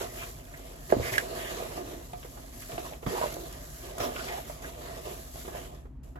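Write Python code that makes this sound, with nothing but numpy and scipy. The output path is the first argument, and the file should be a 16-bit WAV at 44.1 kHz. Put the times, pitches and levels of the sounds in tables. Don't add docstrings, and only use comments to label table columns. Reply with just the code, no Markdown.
import sys
import numpy as np
from scipy import signal
from scipy.fft import rfft, irfft, next_fast_len
from scipy.io import wavfile
from scipy.ndimage import map_coordinates

SR = 44100
rng = np.random.default_rng(int(sys.argv[2]) if len(sys.argv) > 2 else 0)


def log_audio(samples):
    frames = np.atleast_2d(samples).T
    limited = np.clip(frames, -1, 1)
    pcm = np.round(limited * 32767).astype(np.int16)
    wavfile.write(sys.argv[1], SR, pcm)


N = 273287

# frequency in Hz, gain in dB.
SNAP_TONE = [(1500, -19.5), (3000, -6.5), (7000, -0.5), (12000, -1), (15000, -15)]


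def amp(db):
    return 10 ** (np.asarray(db) / 20)


def unit(x):
    return x / np.sqrt(np.mean(x ** 2) + 1e-20)


def along(points, hz):
    freqs, values = np.transpose(points)
    return np.interp(np.log(hz + 1), np.log(freqs + 1), values)


def wobble(rate):
    values = rng.standard_normal(int(N * rate / SR) + 4)
    return map_coordinates(values, [np.arange(N) * rate / SR])


def filtered(x, response):
    size = next_fast_len(N + SR // 2)
    return irfft(rfft(x, size) * response(np.fft.rfftfreq(size, 1 / SR)), size)[..., :N]


def coloured(x, tone):
    return filtered(x, lambda hz: amp(along(tone, hz)))


def fade(t, t60):
    return np.exp(-np.log(1000) * t / t60)


def swell(t, middle, length):
    return np.exp(-(2 * (t - middle) / length) ** 2)


def ringing(t, tones):
    return sum(amp(db) * fade(t, t60) * np.sin(2 * np.pi * hz * t) for hz, db, t60 in tones)


def add(track, start, sound):
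    part = track[..., round(start * SR):][..., :sound.shape[-1]]
    part += sound[..., :part.shape[-1]]


def machine_hum():
    # pitch in Hz, level at the start in dB, level at the end in dB.
    tones = [(39.3, -55, -55), (49, -53, -51.5), (64.2, -59, -49.5), (97.7, -61, -67)]
    # frequency in Hz, gain in dB.
    air_tone = [(22, -43), (30, -29), (45, 0.5), (60, -2.5), (82, -11.5), (110, -2.5), (150, -2),
                (200, -16), (255, -4), (400, -26), (1000, -31.5), (3000, -48.5), (15000, -71.5)]
    hum, t = np.zeros(N), np.arange(N) / SR
    for hz, first_db, last_db in tones:
        level = np.sqrt(2) * amp(np.linspace(first_db, last_db, N))
        hum += level * np.sin(2 * np.pi * hz * t + 0.53 * wobble(2.39))
    air = rng.standard_normal(N) + 0.53 * rng.standard_normal((2, N))
    return hum + amp(-51) * unit(coloured(air, air_tone))


def room_echo(x):
    # frequency in Hz, fade time in seconds.
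    fade_times = [(150, 0.22), (1000, 0.098), (10000, 0.0092)]
    hz, t, noise = signal.stft(rng.standard_normal((2, SR // 2)), SR, nperseg=256)
    tail = signal.istft(noise * fade(t, along(fade_times, hz)[:, None]), SR, nperseg=256)[1]
    tail = np.pad(tail / np.linalg.norm(tail[0]), ((0, 0), (SR // 250, 0)))
    return signal.fftconvolve(x, tail, axes=1)[:, :N]


def at_microphones(x, levels, phases):
    side = np.array([[0.5], [-0.5]])
    return filtered(x, lambda hz: amp(side * along(levels, hz)) * np.exp(1j * side * along(phases, hz)))


def cardboard(hz):
    # pitch in Hz, width in Hz, gain in dB.
    resonances = [(123.5, 45, -7.5), (265.5, 38, -8), (371, 48, -1), (590, 156, -1.5), (649, 58, 3.5),
                  (709, 47.5, -1), (925, 237, -7.5), (1054, 237, -8.5), (1256, 52, -12)]
    top_hz = 2240
    walls = sum((-1) ** k * amp(db) * 1j * hz * width / (pitch ** 2 - hz ** 2 + 1j * hz * width)
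                for k, (pitch, width, db) in enumerate(resonances))
    return walls / (1 + 1j * hz / top_hz - (hz / top_hz) ** 2)


def slips(rate, spread_db, life_ms):
    # frequency in Hz, likeness (1 means the same).
    likeness = [(100, 1), (300, 0.98), (700, 0.97), (1300, 0.39), (3000, 0.081), (6500, 0.037), (8500, 1),
                (15000, 1)]
    happens = rng.random(N) < rate / SR
    size = amp(spread_db * np.clip(rng.standard_normal(N), -2, 2))
    decay = np.exp(-1000 / (life_ms * SR))
    energy = signal.lfilter([1], [1, -decay], happens * size ** 2)
    bursts = np.sqrt(energy) * rng.standard_normal((2, N))
    angle = lambda hz: np.arccos(np.clip(along(likeness, hz), -1, 1)) / 2
    mid, side = filtered(bursts, lambda hz: np.array([np.cos(angle(hz)), np.sin(angle(hz))]))
    return np.array([mid + side, mid - side])


def crinkles(rate, pitch_hz, spread_db, cycles):
    starts = np.flatnonzero(rng.random(N) < rate / SR)
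    pitch, size, place = rng.standard_normal((N, 3))[starts].T[..., None]
    hz = np.clip(pitch_hz * np.exp(0.55 * pitch), 1000, 14000)
    samples = np.arange(SR // 100)
    turns = hz * samples / SR
    rings = amp(spread_db * np.clip(size, -2, 2)) * np.sin(2 * np.pi * turns) * np.exp(-turns / cycles)
    index = (starts[:, None] + samples).ravel()
    return np.array([np.bincount(index, (rings * amp(ear * 3.3 * place)).ravel(), N)[:N]
                     for ear in (1, -1)])


def chatter(length, hz, sharpness):
    stroke = signal.windows.tukey(int(length * SR), 0.6)
    b, a = signal.iirpeak(hz, sharpness, SR)
    band = signal.lfilter(b, a, signal.lfilter(b, a, rng.standard_normal(SR // 2)))
    return unit(band[:len(stroke)] * stroke[:len(band)])


def shifting_pockets(x):
    depth_db, shifts_per_s, shifts_per_octave = 3, 9, 5
    hz, t, spectrum = signal.stft(x, SR, nperseg=512)
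    grid = np.meshgrid(shifts_per_octave * np.log2(hz + 1), shifts_per_s * t, indexing="ij")
    drift = map_coordinates(rng.standard_normal((80, 80)), grid, mode="mirror")
    return signal.istft(spectrum * amp(depth_db * np.clip(drift, -2, 2)), SR, nperseg=512)[1][:, :N]


def trickles():
    # fullest moment in seconds, length in seconds, level in dB.
    falls = [(0.415, 0.37, -58), (0.6, 0.053, -64), (2.658, 0.12, -56), (4.764, 0.12, -60)]
    # frequency in Hz, gain in dB.
    pat_tone = [(700, -3), (1200, -4.5), (2600, -1.5), (4500, -4), (9000, -13)]
    t = np.arange(N) / SR
    level = sum(amp(db) * swell(t, middle, length) for middle, length, db in falls)
    pats = crinkles(260, pitch_hz=2200, spread_db=3, cycles=4)
    return level * unit(coloured(pats, pat_tone))


def scrapes():
    # start in seconds, length in seconds, pitch in Hz, level in dB.
    drags = [(0.112, 0.037, 387, -49.5), (0.167, 0.1, 2560, -47), (0.212, 0.037, 1140, -47.5),
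             (0.534, 0.021, 1790, -48), (1.361, 0.2, 2790, -50.5), (1.582, 0.05, 660, -42),
             (1.686, 0.36, 326, -48), (2.772, 0.045, 360, -44.5), (2.845, 0.038, 1040, -46.5),
             (2.908, 0.038, 710, -46), (3.099, 0.064, 406, -37), (3.146, 0.058, 960, -37),
             (3.207, 0.056, 943, -33.5), (3.295, 0.19, 339, -48), (4.152, 0.083, 1380, -46),
             (4.25, 0.18, 747, -44), (4.258, 0.1, 1980, -45.5), (4.637, 0.024, 1660, -44),
             (5.068, 0.029, 547, -46), (6.163, 0.048, 1440, -59)]
    track = np.zeros((2, N))
    for start, length, hz, db in drags:
        add(track, start, amp(db) * chatter(length, hz, sharpness=3.1))
    return track


def crunches():
    # start in seconds, level in dB.
    folds = [(0.226, -43.5), (1.19, -50.5), (2.131, -49.5), (2.229, -47), (2.371, -62), (2.62, -45),
             (2.716, -46), (2.779, -41), (2.857, -59), (2.933, -49), (3.027, -50), (3.064, -40),
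             (4.003, -39.5), (4.161, -38), (4.19, -39), (4.283, -39), (5.452, -48.5)]
    # frequency in Hz, gain in dB.
    crack_tone = [(600, -43), (1100, 4.5), (1900, -1), (2400, 3), (3100, 1), (4500, -12.5), (10000, -26)]
    level, t = np.zeros(N), np.arange(SR // 6) / SR
    for start, db in folds:
        add(level, start, amp(db) * fade(t, 0.1))
    return level * unit(coloured(slips(2200, spread_db=6, life_ms=0.63), crack_tone))


def snaps():
    # start in seconds, relative level in dB.
    releases = [(0.574, -28), (0.9122, -20), (1.128, -24.5), (3.173, -22), (3.3255, -22), (3.3407, -19),
                (3.5265, -20.5), (3.983, -18), (4.004, -27), (4.278, -28), (5.7481, -35), (6.040, -47)]
    track, t = np.zeros((1, N)), np.arange(SR // 20) / SR
    for start, db in releases:
        gap_s = 0.0025 * rng.uniform(0.5, 1.6)
        for delay, tick_db in ((0, -13), (gap_s, -18.5)):
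            add(track, start + delay, amp(db + tick_db) * fade(t, 0.022) * rng.standard_normal(len(t)))
    return shifting_pockets(coloured(track, SNAP_TONE))


def thumps():
    # start in seconds, level in dB, pitch in Hz, fade time in seconds.
    booms = [(0.9243, -8.5, 385, 0.049), (0.967, -30.5, 123, 0.29), (0.996, -24.5, 78, 0.12),
             (1.121, -34.5, 107.5, 0.16), (2.73, -34, 127, 0.11), (3.066, -22.5, 121, 0.052),
             (3.069, -23, 190, 0.073), (4.056, -34.5, 250, 0.2)]
    track, t = np.zeros(N), np.arange(SR // 3) / SR
    onset = 1 - np.exp(-t / 0.0013)
    for start, db, hz, t60 in booms:
        add(track, start, onset * ringing(t, [(hz, db, t60)]))
    return track


def knocks():
    # start in seconds, strength in dB, the spot's pitch in Hz, scuff in dB, flap ring in dB.
    blows = [(0.008, -51, 603, -28, -52.5), (0.9238, -4.5, 618, -23, -47), (0.9671, -16, 265, -45, -50),
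             (0.998, -20, 507, -38, -49), (1.38, -37, 600, -41, -56), (1.624, -23, 500, -44, -49),
             (1.776, -31, 706, -41, -34), (2.133, -32.5, 730, -35, -37), (2.248, -33.5, 470, -35, -66),
             (2.372, -38, 795, -36.5, -50), (2.780, -26, 690, -32, -37), (3.029, -33, 445, -36, -59),
             (3.063, -29, 317, -22.5, -48), (3.213, -20, 620, -27, -54), (3.239, -17, 597, -49, -51),
             (3.259, -20, 590, -52, -58), (3.367, -27, 590, -57, -51), (3.953, -40, 700, -57, -46),
             (3.98, -34, 660, -27.5, -52), (4.004, -23, 730, -28.5, -36), (4.313, -39, 734, -52, -35.5),
             (4.498, -28, 630, -33, -51), (5.068, -56, 387, -40, -40), (5.357, -34, 685, -51, -54),
             (5.449, -36, 408, -38, -48.5), (5.478, -31, 390, -31.5, -66), (5.549, -29, 594, -45, -57),
             (5.854, -42, 427, -45.5, -68), (6.156, -42, 342, -36, -46)]
    # pitch in Hz, relative level in dB, fade time in seconds.
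    flap_tones = [(715, 5, 0.12), (1200, -3, 0.056)]
    # frequency in Hz, gain in dB.
    scuff_tone = [(500, -3), (1100, 3.5), (1900, -6), (3000, -13.5), (5000, -25), (12000, -27)]
    flex, flap, scuff = np.zeros(N), np.zeros(N), np.zeros((2, N))
    t = np.arange(SR // 4) / SR
    soft_onset = 1 - np.exp(-(t / 0.00074) ** 2)
    flap_ring = (1 - np.exp(-t / 0.0059)) * ringing(t, flap_tones)
    pinch = (1 - np.exp(-t / 0.00081)) * fade(t, 0.09)
    for start, db, hz, scuff_db, flap_db in blows:
        t60 = 0.024 / (1 + 0.48 * amp(db))
        add(flex, start, soft_onset * ringing(t, [(hz, db + 3, t60)]))
        add(flap, start, amp(flap_db) * flap_ring)
        add(scuff, start, amp(scuff_db) * pinch * rng.standard_normal((2, len(t))))
    walls = filtered(amp(-20) * flex + amp(10.5) * scuff[0], cardboard)
    pan = amp([[-0.5], [0.5]])
    return pan * (flex + flap + walls + amp(0.7) * coloured(scuff, scuff_tone))


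def paper_roll():
    # pitch in Hz, relative level in dB, fade time in seconds.
    tones = [(1680, 7, 0.012), (1960, -9, 0.034), (2890, -8, 0.015), (3260, -16.5, 0.034),
             (5950, -10, 0.0095), (8900, -16, 0.0099)]
    # start in seconds, strength of the tap in dB.
    taps = [(0.9, -40), (0.9125, -41.5), (0.922, -26), (1.1805, -10)]
    # start in seconds, length in seconds, level in dB.
    slides = [(0.898, 0.013, -45.5), (1.006, 0.13, -41), (1.126, 0.047, -36), (1.171, 0.055, -45)]
    track, t = np.zeros(N), np.arange(SR // 8) / SR
    ring = ringing(t, tones)
    onset = 1 - np.exp(-(t / 0.0009) ** 2)
    for start, db in taps:
        burst = fade(t, 0.02) * rng.standard_normal(len(t))
        crack = signal.lfilter(*signal.butter(1, 5000, fs=SR), burst)
        add(track, start, amp(db) * onset * (ring + amp(-5) * crack))
    for start, length, db in slides:
        add(track, start, amp(db) * chatter(length, hz=2010, sharpness=2.9))
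    return track


def handwork():
    # start, rise time and length in seconds, sliding of strips in dB, rubbing on the box in dB.
    digs = [(-0.04, 0.024, 0.047, -41.5, -34.5), (0.116, 0.064, 0.15, -46.5, -46),
            (0.458, 0.11, 0.32, -82, -53), (0.886, 0.017, 0.14, -57, -38.5),
            (0.997, 0.043, 0.09, -41.5, -40), (1.113, 0.019, 0.016, -36, -34.5),
            (1.176, 0.018, 0.13, -54.5, -41), (1.292, 0.087, 0.28, -45.5, -38.5),
            (1.567, 0.033, 0.11, -49, -40.5), (1.678, 0.038, 0.12, -51, -42.5),
            (1.831, 0.024, 0.14, -53, -47.5), (2.678, 0.022, 0.19, -48, -44.5),
            (2.89, 0.016, 0.021, -59, -62), (3.054, 0.028, 0.22, -44.5, -37), (3.29, 0.019, 0.19, -50, -50),
            (3.44, 0.018, 0.16, -68, -49.5), (3.802, 0.037, 0.19, -62, -47.5),
            (3.994, 0.01, 0.052, -43.5, -32), (4.114, 0.036, 0.27, -46, -41),
            (4.442, 0.015, 0.19, -67, -51.5), (4.618, 0.0065, 0.046, -50, -43),
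            (4.698, 0.14, 0.28, -54.5, -43), (5.033, 0.025, 0.064, -55, -41), (5.32, 0.062, 0.33, -57, -51),
            (5.507, 0.053, 0.09, -50.5, -42.5), (5.704, 0.023, 0.052, -62, -50),
            (6.03, 0.0053, 0.043, -63, -58.5)]
    # fullest moment in seconds, length in seconds, sliding in dB.
    tufts = [(0.144, 0.12, -49.5), (0.288, 0.19, -49.5), (0.7, 0.2, -61), (0.874, 0.11, -49.5),
             (2.348, 0.23, -53), (2.63, 0.16, -46), (2.88, 0.15, -57.5), (3.747, 0.53, -48.5),
             (4.513, 0.11, -46), (5.15, 0.34, -48), (5.413, 0.18, -45.5)]
    t = np.arange(N) / SR
    pause_db = -4.5 * swell(t, middle=2.995, length=0.065)
    resting_s = np.maximum(t - 5.65, 0)
    slide_power = amp(-53.5 + pause_db - 124 * resting_s) ** 2
    rub_power = amp(-54 + pause_db - 76 * resting_s) ** 2
    release_db_per_s = 121.5
    for start, rise, length, strips_db, box_db in digs:
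        age = np.maximum(t - start, 0)
        stroke = np.minimum(age / rise, 1) * amp(-release_db_per_s * np.maximum(age - length, 0))
        slide_power += (amp(strips_db) * stroke) ** 2
        rub_power += (amp(box_db) * stroke) ** 2
    for middle, length, db in tufts:
        slide_power += (amp(db) * swell(t, middle, length)) ** 2
    rub_db, slide_db = 10 * np.log10(rub_power), 10 * np.log10(slide_power)
    force_db = 0.51 * rub_db + 0.49 * slide_db
    crush_db = -47 + 1.32 * (force_db + 45)
    return rub_db, crush_db, slide_db


def rustle():
    # frequency in Hz, gain in dB.
    loose_tone = [(900, -45.5), (1900, -23), (2700, -16), (4000, -6.5), (7500, 0), (15000, -2.5)]
    pressed_tone = [(900, -20), (2300, 3), (2800, 5), (4000, -6.5), (5500, -4.5), (7500, 2.5),
                    (15000, -5.5)]
    wad_tone = [(500, -46), (1100, -1.5), (1450, -3), (1750, 0.5), (2000, -1.5), (2350, -8), (2750, -6),
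                (4000, -5.5), (8000, -12.5)]
    crease_tone = [(1200, 2), (2000, 10), (7000, 6), (15000, -47)]
    rub_db, crush_db, slide_db = handwork()
    effort = amp(0.22 * (slide_db - slide_db.max()))
    even = 1 / np.sqrt(effort)
    clumps = amp(0.8 * wobble(35))
    sliding = even * slips(6500 * effort, spread_db=4.2, life_ms=0.9)
    pressed_share = 1 / (1 + amp(4 + slide_db - rub_db) ** 2)
    strips = (1 - pressed_share) * unit(coloured(sliding, loose_tone))
    strips += pressed_share * unit(coloured(sliding, pressed_tone))
    crushing = even * slips(1800 * effort, spread_db=4, life_ms=5)
    wad = unit(shifting_pockets(coloured(crushing, wad_tone)))
    buckling = even * crinkles(900 * effort, pitch_hz=3130, spread_db=-0.5, cycles=17)
    creases = unit(coloured(buckling, crease_tone))
    walls = unit(filtered(slips(900, spread_db=4.5, life_ms=8), cardboard))
    flicks = even * slips(160 * effort, spread_db=3, life_ms=0.84)
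    ticks = unit(coloured(flicks, SNAP_TONE))
    hiss = amp(slide_db - 0.22) * (strips + amp(-17) * ticks)
    crackle = amp(crush_db - 1) * wad + amp(crush_db - 10) * creases
    return clumps * (hiss + crackle + amp(rub_db - 1) * walls)


def scene():
    # frequency in Hz, left minus right level in dB.
    box_levels = [(100, 0), (380, -4), (700, -4.5), (1200, -3.5), (2400, -0.5), (8000, 0)]
    roll_levels = [(500, 6), (1700, -9.5), (3000, 0), (10000, -10)]
    # frequency in Hz, how far the left wave runs ahead in radians.
    box_phases = [(100, 0), (340, -0.6), (650, -1.79), (950, -2), (2500, -2.5), (3400, -6.3), (4300, -7.6),
                  (6500, -12.2), (8600, -9.6), (9500, -9.3), (12000, -6.3), (14200, -3.3), (15500, -3)]
    roll_phases = [(100, 0), (600, -1.7), (1700, -4.1), (3000, -4.6), (6000, -5), (11000, -3.9)]
    paper = rustle() + trickles() + crunches() + scrapes() + snaps()
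    direct = at_microphones(paper + knocks() + thumps(), box_levels, box_phases)
    direct += at_microphones(paper_roll(), roll_levels, roll_phases)
    return direct + amp(-13) * room_echo(direct) + machine_hum()


def record(dry):
    return filtered(dry, lambda hz: hz < 15850)


dry = scene()
out = record(dry)
log_audio(out)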